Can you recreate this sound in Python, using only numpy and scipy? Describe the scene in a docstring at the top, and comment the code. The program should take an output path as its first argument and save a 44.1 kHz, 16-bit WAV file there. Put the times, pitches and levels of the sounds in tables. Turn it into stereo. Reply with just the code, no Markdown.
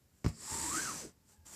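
"""Palm-leaf basket dropped and dragged

A woven basket thumps onto a thin mat over tiles; its dry strips snap and creak. Dragged across the
cloth, the strips hiss and tick over the threads: a zipping tone that rises and falls with the speed.
The stiff rim sings, the cavity hums, light brushes follow.
Small quiet room, two small microphones with peaky treble."""
import sys
import numpy as np
from scipy import signal
from scipy.fft import rfft, irfft, next_fast_len
from scipy.io import wavfile
from scipy.ndimage import uniform_filter1d

SR = 44100
rng = np.random.default_rng(int(sys.argv[2]) if len(sys.argv) > 2 else 0)


def int16_out(signal):
    """Quantize to a 16-bit WAV file."""
    q = np.round(np.clip(np.atleast_2d(signal).T, -1, 1) * 32767)
    wavfile.write(sys.argv[1], SR, q.astype(np.int16))


N = 68355
TIME_S = np.arange(N) / SR

# Room decay: freq_hz, t60_s
ROOM_DECAY = [(60, 0.31), (250, 0.13), (1000, 0.23), (4000, 0.14), (15000, 0.091)]
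# Left-right likeness: freq_hz, coherence
COHERENCE = [(60, 0.84), (200, 0.95), (400, 0.88), (700, 0.019), (1300, 0.33), (2300, 0), (15000, 0)]
# Room air: freq_hz, density_db
AIR_SPECTRUM = [(20, -51.5), (45, -6.5), (68, -5.5), (110, -5.5), (220, -14), (400, -15), (1000, -24.5),
                (3000, -27), (5500, -28), (7000, -31), (9000, -35), (12500, -27), (13900, -23.5),
                (14700, -34)]
# Faint background tones: pitch_hz, level_db, start_s
FAINT_TONES = [(215, -81.5, 0.055), (880, -88.5, 0.98), (855, -80, 1.25), (1625, -83, 1.306)]
# Strokes on the cloth: peak_s, level_db, rise_s, fall_s
BRUSH_STROKES = [(.19, -74, 0.059, 0.09), (0.286, -51, 0.0069, 0.01), (1.318, -64, 0.047, .04),
                 (1.464, -54, 0.0095, 0.042), (1.548, -50, 0.041, .06)]
# Brush friction: freq_hz, density_db
BRUSH_SPECTRUM = [(60, 2), (300, 3.5), (700, 1.5), (1500, 1), (2300, -2), (3200, -1), (4100, -3), (5700, 2),
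                  (7500, 3), (10000, -4), (15000, -2)]
# Soft floor bumps: peak_s, level_db, half_width_s
FLOOR_BUMPS = [(0.128, -68, 0.022), (0.525, -42, 0.0086), (0.621, -50.5, 0.025), (1.396, -54.5, 0.015)]
# Rim swish: freq_hz, density_db
RIM_SPECTRUM = [(1000, -35), (3900, -13.5), (4700, 3), (5500, 1.5), (6200, -24), (9000, -38)]
# Surges of the cavity note: peak_s, level_db, half_width_s
CAVITY_SURGES = [(0.664, -48.5, 0.065), (0.769, -43.5, 0.03)]
# Landing blows: start_s, thud_db, contact_s, crack_db
LANDING_BLOWS = [(0.244, -50.5, 0.0024, -41), (0.2468, -28, 0.0015, -39.5), (.2534, -38, 0.006, -41.5),
                 (0.2626, -18.5, 0.0025, -33)]
# Basket on the padded floor: freq_hz, level_db, t60_s
BASKET_MODES = [(75.4, -13.5, 0.11), (108.6, -4, 0.12), (158, -2.5, 0.1), (222, -13, 0.26),
                (278, 2.5, 0.029), (381, -10.5, 0.052), (670, -8, 0.041)]
# Snap of dry strips: freq_hz, density_db
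CRACK_SPECTRUM = [(200, 2.5), (600, 7), (1300, 3), (1600, -4), (2200, 2.5), (3400, -8.5), (5200, -0.5),
                  (6300, -9), (7600, -12), (10500, -21.5), (15000, -17)]
# Drag force as levels: time_s, hiss_db, zip_db, rumble_db
DRAG_LEVELS = [(0.299, -66, -100, -69), (0.352, -61, -89, -70), (0.432, -47.5, -64.5, -55.5),
               (0.478, -43.5, -57, -74), (0.518, -39, -45.5, -49), (.59, -38.5, -51, -48.5),
               (0.651, -37, -43.5, -52), (0.696, -38, -50, -49), (0.734, -37, -37, -52),
               (.778, -35, -41.5, -48.5), (0.814, -36.5, -39, -48), (.838, -36, -48, -50.5),
               (0.866, -39.5, -38.5, -52.5), (.922, -40.5, -48.5, -50), (.955, -41, -67, -53),
               (1.014, -43, -51.5, -56), (1.052, -50, -48, -51), (1.094, -59.5, -61, -57.5),
               (1.135, -82, -94, -101)]
# Drag speed as threads crossed: time_s, rate_hz
THREAD_RATE = [(.30, 250), (.43, 720), (.49, 880), (.535, 935), (.60, 900), (.655, 925), (.695, 1020),
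               (.72, 1160), (.745, 1230), (.775, 1530), (.805, 1560), (.825, 1660), (.865, 1390),
               (.905, 1160), (.93, 900), (1.01, 570), (1.045, 405), (1.075, 330), (1.135, 130)]
# Hiss before the basket swings round: freq_hz, density_db
EARLY_HISS_SPECTRUM = [(400, -8.5), (700, -7), (1100, 5.5), (1500, -2.5), (1850, 2), (2900, -4.5),
                       (3800, -2), (4700, -1.5), (5600, 0.5), (6200, -1), (7500, 4.5), (10000, -4),
                       (12500, -6.5), (15000, -11.5)]
# Hiss after the swing: freq_hz, density_db
LATE_HISS_SPECTRUM = [(400, -10.5), (700, -1.5), (1100, 0.5), (1850, 1.5), (2500, -1.5), (3500, -4.5),
                      (4800, 0.5), (5600, 1), (6150, 7), (6700, -0.5), (7700, -1), (10000, -6),
                      (12500, -8.5), (15000, -9)]
# Rumble of the hollow basket: freq_hz, density_db
RUMBLE_SPECTRUM = [(20, -52), (40, -13), (65, -4), (110, -5.5), (200, 0), (260, 1.5), (315, 0.5),
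                   (380, -1.5), (450, -2.5), (620, -9.5), (1200, -43), (4000, -69)]
# Left microphone: freq_hz, gain_db
LEFT_RESPONSE = [(60, 0.5), (200, 0), (450, 0), (850, -2.5), (2000, 1.5), (3500, -3), (4600, 2.5),
                 (5750, 4.5), (6900, 0.5), (7600, -5.5), (9400, -2.5), (10200, 4), (12000, -3),
                 (14300, -0.5)]
# Right microphone: freq_hz, gain_db
RIGHT_RESPONSE = [(60, 3.5), (200, 0.5), (450, -6.5), (850, 0.5), (2100, -3.5), (3400, -1.5), (4600, -0.5),
                  (5600, -3), (6450, 1), (7000, 9), (7750, 10.5), (8400, 8), (9000, 7), (10300, 1),
                  (14300, -3)]


def amp(db):
    """Decibels to gain."""
    return 10 ** (np.asarray(db) / 20)


def unit_rms(x):
    """Scale to rms 1."""
    return x / np.sqrt(np.mean(x ** 2) + 1e-20)


def lookup(table, hz):
    """Interpolate on a log-frequency axis."""
    freq_hz, values = np.transpose(table)
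    return np.interp(np.log(hz + 1), np.log(freq_hz + 1), values)


def add(mix, start_s, sound):
    """Mix a sound in at start_s."""
    part = mix[..., round(start_s * SR):][..., :sound.shape[-1]]
    part += sound[..., :part.shape[-1]]


def swell(peak_s, half_width_s):
    """Gaussian envelope, 1/e at half_width_s from the peak."""
    return np.exp(-((TIME_S - peak_s) / half_width_s) ** 2)


def phase(hz):
    """Running phase of a varying frequency, in radians."""
    return 2 * np.pi * np.cumsum(hz) / SR


def colour(x, spectrum):
    """Minimum-phase filter with the given spectrum."""
    size = 8192
    log_gain = np.log(amp(lookup(spectrum, abs(np.fft.fftfreq(size, 1 / SR)))))
    response = np.exp(np.conj(signal.hilbert(log_gain)))
    taps = np.fft.ifft(response).real[:size // 2]
    return signal.fftconvolve(x, taps.reshape((1,) * (x.ndim - 1) + (-1,)), axes=-1)[..., :x.shape[-1]]


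def cohere(x):
    """Make two independent channels alike in the bass."""
    left, other = rfft(x)
    coherence = lookup(COHERENCE, np.fft.rfftfreq(x.shape[1], 1 / SR))
    right = coherence * left + np.sqrt(1 - coherence ** 2) * other
    return irfft([left, right], x.shape[1])


def wander(hz):
    """Random drift of rms 1, low-passed at hz."""
    size = next_fast_len(N)
    rolloff = 1 + (np.fft.rfftfreq(size, 1 / SR) / hz) ** 4
    return unit_rms(irfft(rfft(rng.standard_normal(size)) / rolloff, size)[:N])


def slips(spectrum, rate_hz=9000, spread_db=2.5):
    """Friction: dense, uneven micro-slips of leaf on fibre."""
    size_db = spread_db * np.minimum(rng.exponential(1, (2, N)), 5)
    signs = rng.choice([-1, 1], (2, N))
    slipping = rng.random((2, N)) < rate_hz / SR
    return unit_rms(colour(cohere(amp(size_db) * signs * slipping), spectrum))


def room(x, wet_db, build_s=0.0035):
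    """Direct sound plus the short tail of the tiled room."""
    hz, t, noise = signal.stft(cohere(rng.standard_normal((2, SR // 2))), SR, nperseg=256)
    decay = amp(-60 * t / lookup(ROOM_DECAY, hz)[:, None])
    tail = signal.istft(noise * decay, SR, nperseg=256)[1]
    tail *= np.minimum(np.arange(tail.shape[1]) / SR / build_s, 1) ** 2
    tail /= np.linalg.norm(tail[0])
    return x + amp(wet_db) * signal.fftconvolve(np.atleast_2d(x), tail, axes=1)[:, :N]


def room_tone(air_db=-69, waver_hz=22, flicker_db=3, fade_in_s=0.09):
    """Low murmur of air, thin hiss, faint tones that waver and flicker."""
    out = amp(air_db) * unit_rms(colour(cohere(rng.standard_normal((2, N))), AIR_SPECTRUM))
    for pitch_hz, level_db, start_s in FAINT_TONES:
        tone = np.sqrt(2) * np.cos(phase(pitch_hz + waver_hz * wander(hz=60.4)))
        fade_in = np.clip((TIME_S - start_s) / fade_in_s, 0, 1)
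        out += amp(level_db + flicker_db * wander(hz=25)) * fade_in * tone
    return out


def brushes():
    """Hand and basket stroke the cloth lightly."""
    envelope = sum(amp(level_db) * swell(peak_s, np.where(TIME_S < peak_s, rise_s, fall_s))
                   for peak_s, level_db, rise_s, fall_s in BRUSH_STROKES)
    return room(slips(BRUSH_SPECTRUM) * envelope * amp(wander(hz=119.8)), wet_db=-6.5)


def bumps(pitch_hz=75):
    """Padded knocks on the floor, a few low cycles each."""
    out = np.zeros(N)
    for peak_s, level_db, half_width_s in FLOOR_BUMPS:
        tone = np.sin(2 * np.pi * pitch_hz * (TIME_S - peak_s))
        out += amp(level_db) * swell(peak_s, half_width_s) * tone
    return room(out, wet_db=-6.5)


def rim(level_db=-53.5):
    """The stiff rim sings, a narrow swish, as the slide starts."""
    landed = TIME_S > LANDING_BLOWS[0][0]
    envelope = swell(peak_s=0.51, half_width_s=0.14) * landed
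    return slips(RIM_SPECTRUM) * amp(level_db + wander(hz=60)) * envelope


def cavity(pitch_hz=315, waver_hz=22):
    """The hollow basket is rubbed into a wavering note while the pull is hardest."""
    envelope = sum(amp(level_db) * swell(peak_s, half_width_s)
                   for peak_s, level_db, half_width_s in CAVITY_SURGES)
    note = np.sqrt(2) * np.cos(phase(pitch_hz + waver_hz * wander(hz=97)))
    return room(envelope * note, wet_db=-8)


def landing(snap_db=12.5, crack_t60_s=0.0064, creak_db=-11.5, creak_t60_s=0.21):
    """Each blow rings the low modes and snaps the dry strips, which creak as they settle."""
    t = np.arange(SR // 2) / SR
    thuds, cracks = np.zeros(N), np.zeros((2, N))
    impulse = 1. * (t == 0)
    ring = -sum(amp(db - 60 * t / t60_s) * np.cos(2 * np.pi * hz * t) for hz, db, t60_s in BASKET_MODES)
    splinter_decay = amp(4 - 60 * t / crack_t60_s) + amp(creak_db - 60 * t / creak_t60_s)
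    filter_gain = np.linalg.norm(colour(impulse, CRACK_SPECTRUM))
    for start_s, thud_db, contact_s, crack_db in LANDING_BLOWS:
        force = t * np.exp(-4 * t / contact_s)
        thud = signal.fftconvolve(ring, force / force.sum())[:len(t)]
        add(thuds, start_s, amp(thud_db) * thud)
        splinters = cohere(rng.standard_normal((2, len(t)))) * splinter_decay
        crack = colour(splinters + amp(snap_db) * impulse, CRACK_SPECTRUM) / filter_gain
        add(cracks, start_s, amp(crack_db) * crack)
    cracks *= amp([[1], [-1]])  # slightly left
    return room(thuds, wet_db=-14.5) + room(cracks, wet_db=-15.5)


def strip_hiss(swing_s=0.757, swing_half_width_s=0.053):
    """Strips rub the fabric, slightly right; the colour shifts as the basket swings round."""
    turned = 0.5 + 0.5 * np.tanh((TIME_S - swing_s) / swing_half_width_s)
    early = slips(EARLY_HISS_SPECTRUM) * amp([[-0.88], [0.88]])
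    late = slips(LATE_HISS_SPECTRUM) * amp([[-0.5], [0.5]])
    return np.sqrt(1 - turned) * early + np.sqrt(turned) * late


def strip_tone(speed_ratio, wobble=0.034, grip_db=6, overtone_db=-18.5):
    """One strip ticks over the threads with unsteady speed and grip."""
    thread_hz = np.interp(TIME_S, *np.transpose(THREAD_RATE))
    angle = phase(thread_hz * (speed_ratio + wobble * wander(hz=118)))
    grip = amp(grip_db * np.tanh(wander(hz=71.6)))
    return grip * (np.cos(angle) + amp(overtone_db) * np.cos(2 * angle))


def thread_zip(speed_spread=0.15, fast_db=-15, slow_db=-20):
    """Zip of a leading strip, a faster and a slower one."""
    fast = amp(fast_db) * strip_tone(1 + speed_spread)
    slow = amp(slow_db) * strip_tone(1 - speed_spread)
    return unit_rms(strip_tone(1) + fast + slow)


def drag(hiss_trim_db=-2.5, zip_trim_db=-2, hiss_flicker_db=0.52, rumble_flicker_db=2):
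    """The basket slides: hiss, zip and hollow rumble follow the pull."""
    times_s, *levels_db = np.transpose(DRAG_LEVELS)
    hiss_db, zip_db, rumble_db = (np.interp(TIME_S, times_s, column) for column in levels_db)
    moving = (TIME_S > times_s[0]) & (TIME_S < times_s[-1])
    gate = uniform_filter1d(1. * moving, size=600)
    hiss = strip_hiss() * amp(hiss_db + hiss_trim_db + hiss_flicker_db * wander(hz=89))
    zipping = thread_zip() * amp(zip_db + zip_trim_db)
    rumble = slips(RUMBLE_SPECTRUM) * amp(rumble_db + rumble_flicker_db * wander(hz=35))
    return room(gate * (hiss + zipping + rumble), wet_db=-9)


def scene():
    """Stereo sum of all sources."""
    return landing() + bumps() + drag() + rim() + cavity() + brushes() + room_tone()


def record(dry, low_cut_hz=39.5, band_limit_hz=14580):
    """Microphone colour, low cut, band limit."""
    heard = np.array([colour(dry[0], LEFT_RESPONSE), colour(dry[1], RIGHT_RESPONSE)])
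    highpass = signal.butter(3, low_cut_hz, "high", fs=SR, output="sos")
    lowpass = signal.firwin(511, band_limit_hz, window=("kaiser", 9), fs=SR)
    return signal.oaconvolve(signal.sosfilt(highpass, heard), lowpass[None], "same")


dry = scene()
out = record(dry)
int16_out(out)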